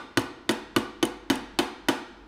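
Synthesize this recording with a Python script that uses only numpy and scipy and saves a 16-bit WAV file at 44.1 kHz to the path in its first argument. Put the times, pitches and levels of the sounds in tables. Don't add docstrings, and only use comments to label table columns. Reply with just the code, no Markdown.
import sys
import numpy as np
from scipy import signal
from scipy.fft import rfft, irfft
from scipy.io import wavfile
from scipy.ndimage import uniform_filter1d, minimum_filter1d

SR = 44100
rng = np.random.default_rng(int(sys.argv[2]) if len(sys.argv) > 2 else 0)


def gain_from_decibels(decibels):
    exponent = np.asarray(decibels, float) / 20
    return 10 ** exponent


def store_pcm(level_fs):
    pcm = np.round(np.clip(level_fs, -1, 1) * 32767).astype(np.int16)
    wavfile.write(sys.argv[1], SR, np.atleast_2d(pcm).T)


N = 100415
RING_SEND_DB = -11

# (time [s], peak level [dB], metal brightness [dB], mallet head ring [dB], pin thud [dB])
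MALLET_BLOWS = [
    (0.1725, -10.5, -2.5, -3.5, -10.5),
    (0.492, -10.5, -1.5, -15, -9),
    (0.7627, -11, -2, -7.5, -9),
    (1.0274, -12, -3.5, -10, -8),
    (1.3, -12, 1, -10, -11),
    (1.5885, -10, -0.5, -13, -9.5),
    (1.8853, -9.5, -0.5, -8, -9.5),
]


def play_blows(bench):
    for time, *settings in MALLET_BLOWS:
        add(bench, time, blow(*settings))
    add(bench, -0.094, blow(-16, 1.5, 1.8, -16.5))


def blow(db, bright_db, head_db, pin_db):
    t = np.arange(9000) / SR
    force = contact_force(len(t))
    rings = metal_ring(force, t, bright_db) + head_ring(t, head_db)
    rings = gain_from_decibels(db) * rings
    crack = crack_grit(t) * np.minimum(t / 0.001, 1) + contact_ticks(force)
    crack = gain_from_decibels(db + bright_db) * crack
    thud = pin_thud(t, pin_db)
    clap = wall_clap(len(t), db + bright_db)
    direct = crack + thud + rings
    to_room = clap + thud + gain_from_decibels(RING_SEND_DB) * (crack + rings)
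    return np.array([direct, to_room])


# (delay [s], level [dB])
CONTACTS = [
    (0., -9),
    (.0005, -5.5),
    (.0011, -4.5),
    (.0031, -1.5),
    (.0059, -7.5),
    (.0085, -13),
    (.012, -16),
]


def contact_force(size):
    force = np.zeros(size)
    for delay, level_db in CONTACTS:
        place = round(delay * SR * rng.uniform(.95, 1.05))
        force[place] = gain_from_decibels(level_db + rng.standard_normal())
    return force


# (pitch [Hz], level [dB], time to fall 60 dB [s])
METAL_TONES = [(1903, -5, 0.023), (2520, -1.5, 0.0081), (3057, 0.5, 0.022), (3630, 1.5, 0.013),
               (4160, -9, .02), (4596, -10, 0.013), (6430, -17, 0.034), (8570, -19, 0.011),
               (9400, -22, 0.035), (11530, -23.5, 0.005), (14000, -40.5, 0.0085)]


def metal_ring(force, t, bright_db):
    metal = gain_from_decibels(1 + bright_db) * modes(METAL_TONES, t, spread_db=3.5)
    return signal.oaconvolve(force, metal)[:len(t)] / 2


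# (pitch [Hz], level [dB], time to fall 60 dB [s])
HEAD_TONES = [(840, -23, 0.12), (942, -15, 0.082), (1195, -8.5, 0.057), (1485, -3, 0.056)]


def head_ring(t, head_db):
    return gain_from_decibels(4 + head_db) * modes(HEAD_TONES, t, spread_db=-1.5)


# (pitch [Hz], level per Hz [dB])
CRACK_COLOUR = [(290, -27), (500, 9), (924, 0.5), (2980, -3), (7380, -13), (8180, -12), (15100, -26.5),
                (16500, -61)]


def crack_grit(t):
    crack_t60, rattle_t60 = 0.024, 0.27
    fall = gain_from_decibels(0.5 - 60 * t / crack_t60) + gain_from_decibels(-22 - 60 * t / rattle_t60)
    return coloured(CRACK_COLOUR, size=len(t)) * fall


# (pitch [Hz], level [dB])
TICK_COLOUR = [(400, -20), (1500, -11), (3500, 1.5), (7000, -6), (10000, -0.5), (16000, -10.5)]


def contact_ticks(force):
    return signal.oaconvolve(force, gain_from_decibels(6.5) * click(TICK_COLOUR))[:len(force)]


# (pitch [Hz], level [dB], time to fall 60 dB [s])
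PIN_PUSH = [(341.2, 0.5, 0.051), (488.2, -18, 0.12), (690, -19.5, 0.063)]
# (pitch [Hz], level [dB], time to fall 60 dB [s])
PIN_PULL = [(118, -17, 0.059), (224.2, -16.5, 0.1), (270.7, -1.36, 0.072)]


def pin_thud(t, pin_db):
    late = np.maximum(t - 0.0017, 0)
    push = modes(PIN_PUSH, late, spread_db=-0.4)
    pull = modes(PIN_PULL, late, spread_db=3.6)
    return gain_from_decibels(pin_db) * (push - pull)


# (pitch [Hz], level [dB])
CLAP_COLOUR = [(80, -23), (200, 0.5), (600, -0.5), (1500, -3.5), (3500, -3.5), (7000, -18), (10000, -16.5),
               (16000, -18)]


def wall_clap(size, db):
    return np.pad(gain_from_decibels(db + 18) * click(CLAP_COLOUR), (0, size - 512))


# (time [s], level [dB], pitch [Hz])
STRIP_BOUNCES = [
    (0.194, -28, 9100),
    (0.217, -37, 5460),
    (0.510, -25.5, 9550),
    (0.518, -30, 9400),
    (0.784, -34, 8800),
    (1.052, -22.5, 9650),
    (1.356, -28.5, 9140),
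    (1.625, -54, 9600),
    (1.900, -40, 8950),
    (2.263, -70, 11200),
]


def play_bounces(bench):
    for time, db, hz in STRIP_BOUNCES:
        add(bench, time, bounce(db, hz))


def bounce(db, hz):
    t = np.arange(1500) / SR
    grit_t60, ring_t60 = .018, .012
    band = signal.butter(2, [2500, 13000], "bandpass", fs=SR)
    grit = signal.lfilter(*band, rng.standard_normal(len(t)))
    grit = grit * gain_from_decibels(-3 - 60 * t / grit_t60)
    ring = modes([(hz, 1, ring_t60), (3020, -3, .025), (hz / 1.4, -8, .012)], t, spread_db=0.5)
    rise = gain_from_decibels(db) * np.minimum(t / 0.001, 1)
    return rise * np.array([grit + ring, grit + gain_from_decibels(RING_SEND_DB) * ring])


# (pitch [Hz], time to fall 60 dB [s])
ROOM_FALL = [(100, 0.29), (260, 0.25), (700, 0.29), (1840, 0.4), (4850, 0.4), (12800, 0.11)]
# (pitch [Hz], level [dB])
ROOM_COLOUR = [(100, 1), (300, 0), (1000, 8), (3000, -3.5), (8000, -1), (15000, -4.5)]


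def room(x):
    taps = np.zeros(SR)
    at = np.arange(260, SR - 20, 20)
    taps[at + rng.integers(0, 20, len(at))] = rng.choice([-1., 1.], len(at))
    hz, t, z = signal.stft(taps, SR, nperseg=256)
    fall_db = -60 * t / read(ROOM_FALL, hz)[:, None]
    late_db, late_stretch = -6.5, 2.73
    shape = gain_from_decibels(fall_db) + gain_from_decibels(late_db + fall_db / late_stretch)
    colour = gain_from_decibels(read(ROOM_COLOUR, hz))[:, None]
    tail = signal.istft(z * shape * colour, SR, nperseg=256)[1]
    return signal.fftconvolve(x, tail / np.linalg.norm(tail))[:len(x)]


# (pitch [Hz], level per Hz [dB])
AIR_COLOUR = [(18, -4), (30, -19), (71, -2), (145, -10), (311, 6.5), (554, -12), (866, -7.5), (2170, -19),
              (16000, -53)]


def workshop_air():
    return gain_from_decibels(-52) * coloured(AIR_COLOUR, size=N)


# (time [s], level [dB])
DRONE_LEVEL = [
    (0.0, -72),
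    (0.8, -58),
    (0.97, -61),
    (1.01, -55.5),
    (1.61, -53.5),
    (1.72, -72),
    (1.89, -51),
    (1.92, -70),
    (2.27, -51.5),
]


def distant_drone():
    hum_hz, wander_hz = 49.1, 15
    t = np.arange(N) / SR
    r = np.exp(-np.pi * wander_hz / SR)
    noise = rng.standard_normal(N) + 1j * rng.standard_normal(N)
    drift = signal.lfilter([1 - r], [1, -r], noise)
    wavering = 4.5 + drift / np.std(drift)
    drone = evened((wavering * np.exp(2j * np.pi * hum_hz * t)).real)
    return drone * gain_from_decibels(np.interp(t, *np.transpose(DRONE_LEVEL)))


def modes(table, t, spread_db):
    hz, db, t60 = np.transpose(table)[:, :, None]
    level_luck, pitch_luck = rng.standard_normal((2, len(table), 1))
    hz = hz * (1 + .004 * pitch_luck)
    level = gain_from_decibels(db + spread_db * level_luck - 60 * t / t60)
    return (level * np.sin(2 * np.pi * hz * t)).sum(0)


def click(spectrum):
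    gain = np.log(gain_from_decibels(read(spectrum, abs(np.fft.fftfreq(2048, 1 / SR)))))
    phase = -signal.hilbert(gain).imag
    pulse = np.fft.ifft(np.exp(gain + 1j * phase)).real[:512]
    return pulse / np.linalg.norm(pulse)


def coloured(spectrum, size):
    z = rfft(rng.standard_normal(size))
    gain = gain_from_decibels(read(spectrum, np.fft.rfftfreq(size, 1 / SR)))
    return evened(irfft(z * gain, size))


def evened(x):
    return x / np.sqrt(np.mean(x ** 2) + 1e-20)


def read(points, hz):
    f, value = np.transpose(points)
    return np.interp(np.log(hz + 1), np.log(f + 1), value)


def add(mix, time, sound):
    part = mix[:, round((time + 1) * SR):][:, :sound.shape[1]]
    part += sound[:, :part.shape[1]]


def scene():
    bench = np.zeros((2, N + SR))
    play_blows(bench)
    play_bounces(bench)
    heard = bench[0] + gain_from_decibels(-10.5) * room(bench[1])
    mic_low = signal.butter(2, 78, "highpass", fs=SR)
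    heard = signal.lfilter(*mic_low, heard)[SR:]
    return (heard + workshop_air() + distant_drone())[None]


def low_pass(x):
    return signal.sosfilt(signal.butter(12, 16910, fs=SR, output="sos"), x)


def record(dry):
    ceiling, recover_db_per_s = .32, 927
    over_db = np.maximum(20 * np.log10(abs(dry[0]) / ceiling + 1e-9), 0)
    fall = np.arange(N) * recover_db_per_s / SR
    held = np.maximum.accumulate(over_db + fall) - fall
    cut_db = uniform_filter1d(-minimum_filter1d(-held, size=17), size=17)
    fade = np.clip((N - np.arange(N)) / (0.007 * SR), 0, 1)
    limited = dry / gain_from_decibels(cut_db) * fade
    mic_top = signal.firwin(101, 15800, fs=SR)
    mix = signal.oaconvolve(limited, mic_top[None], "same")
    return low_pass(mix)


dry = scene()
out = record(dry)
store_pcm(out)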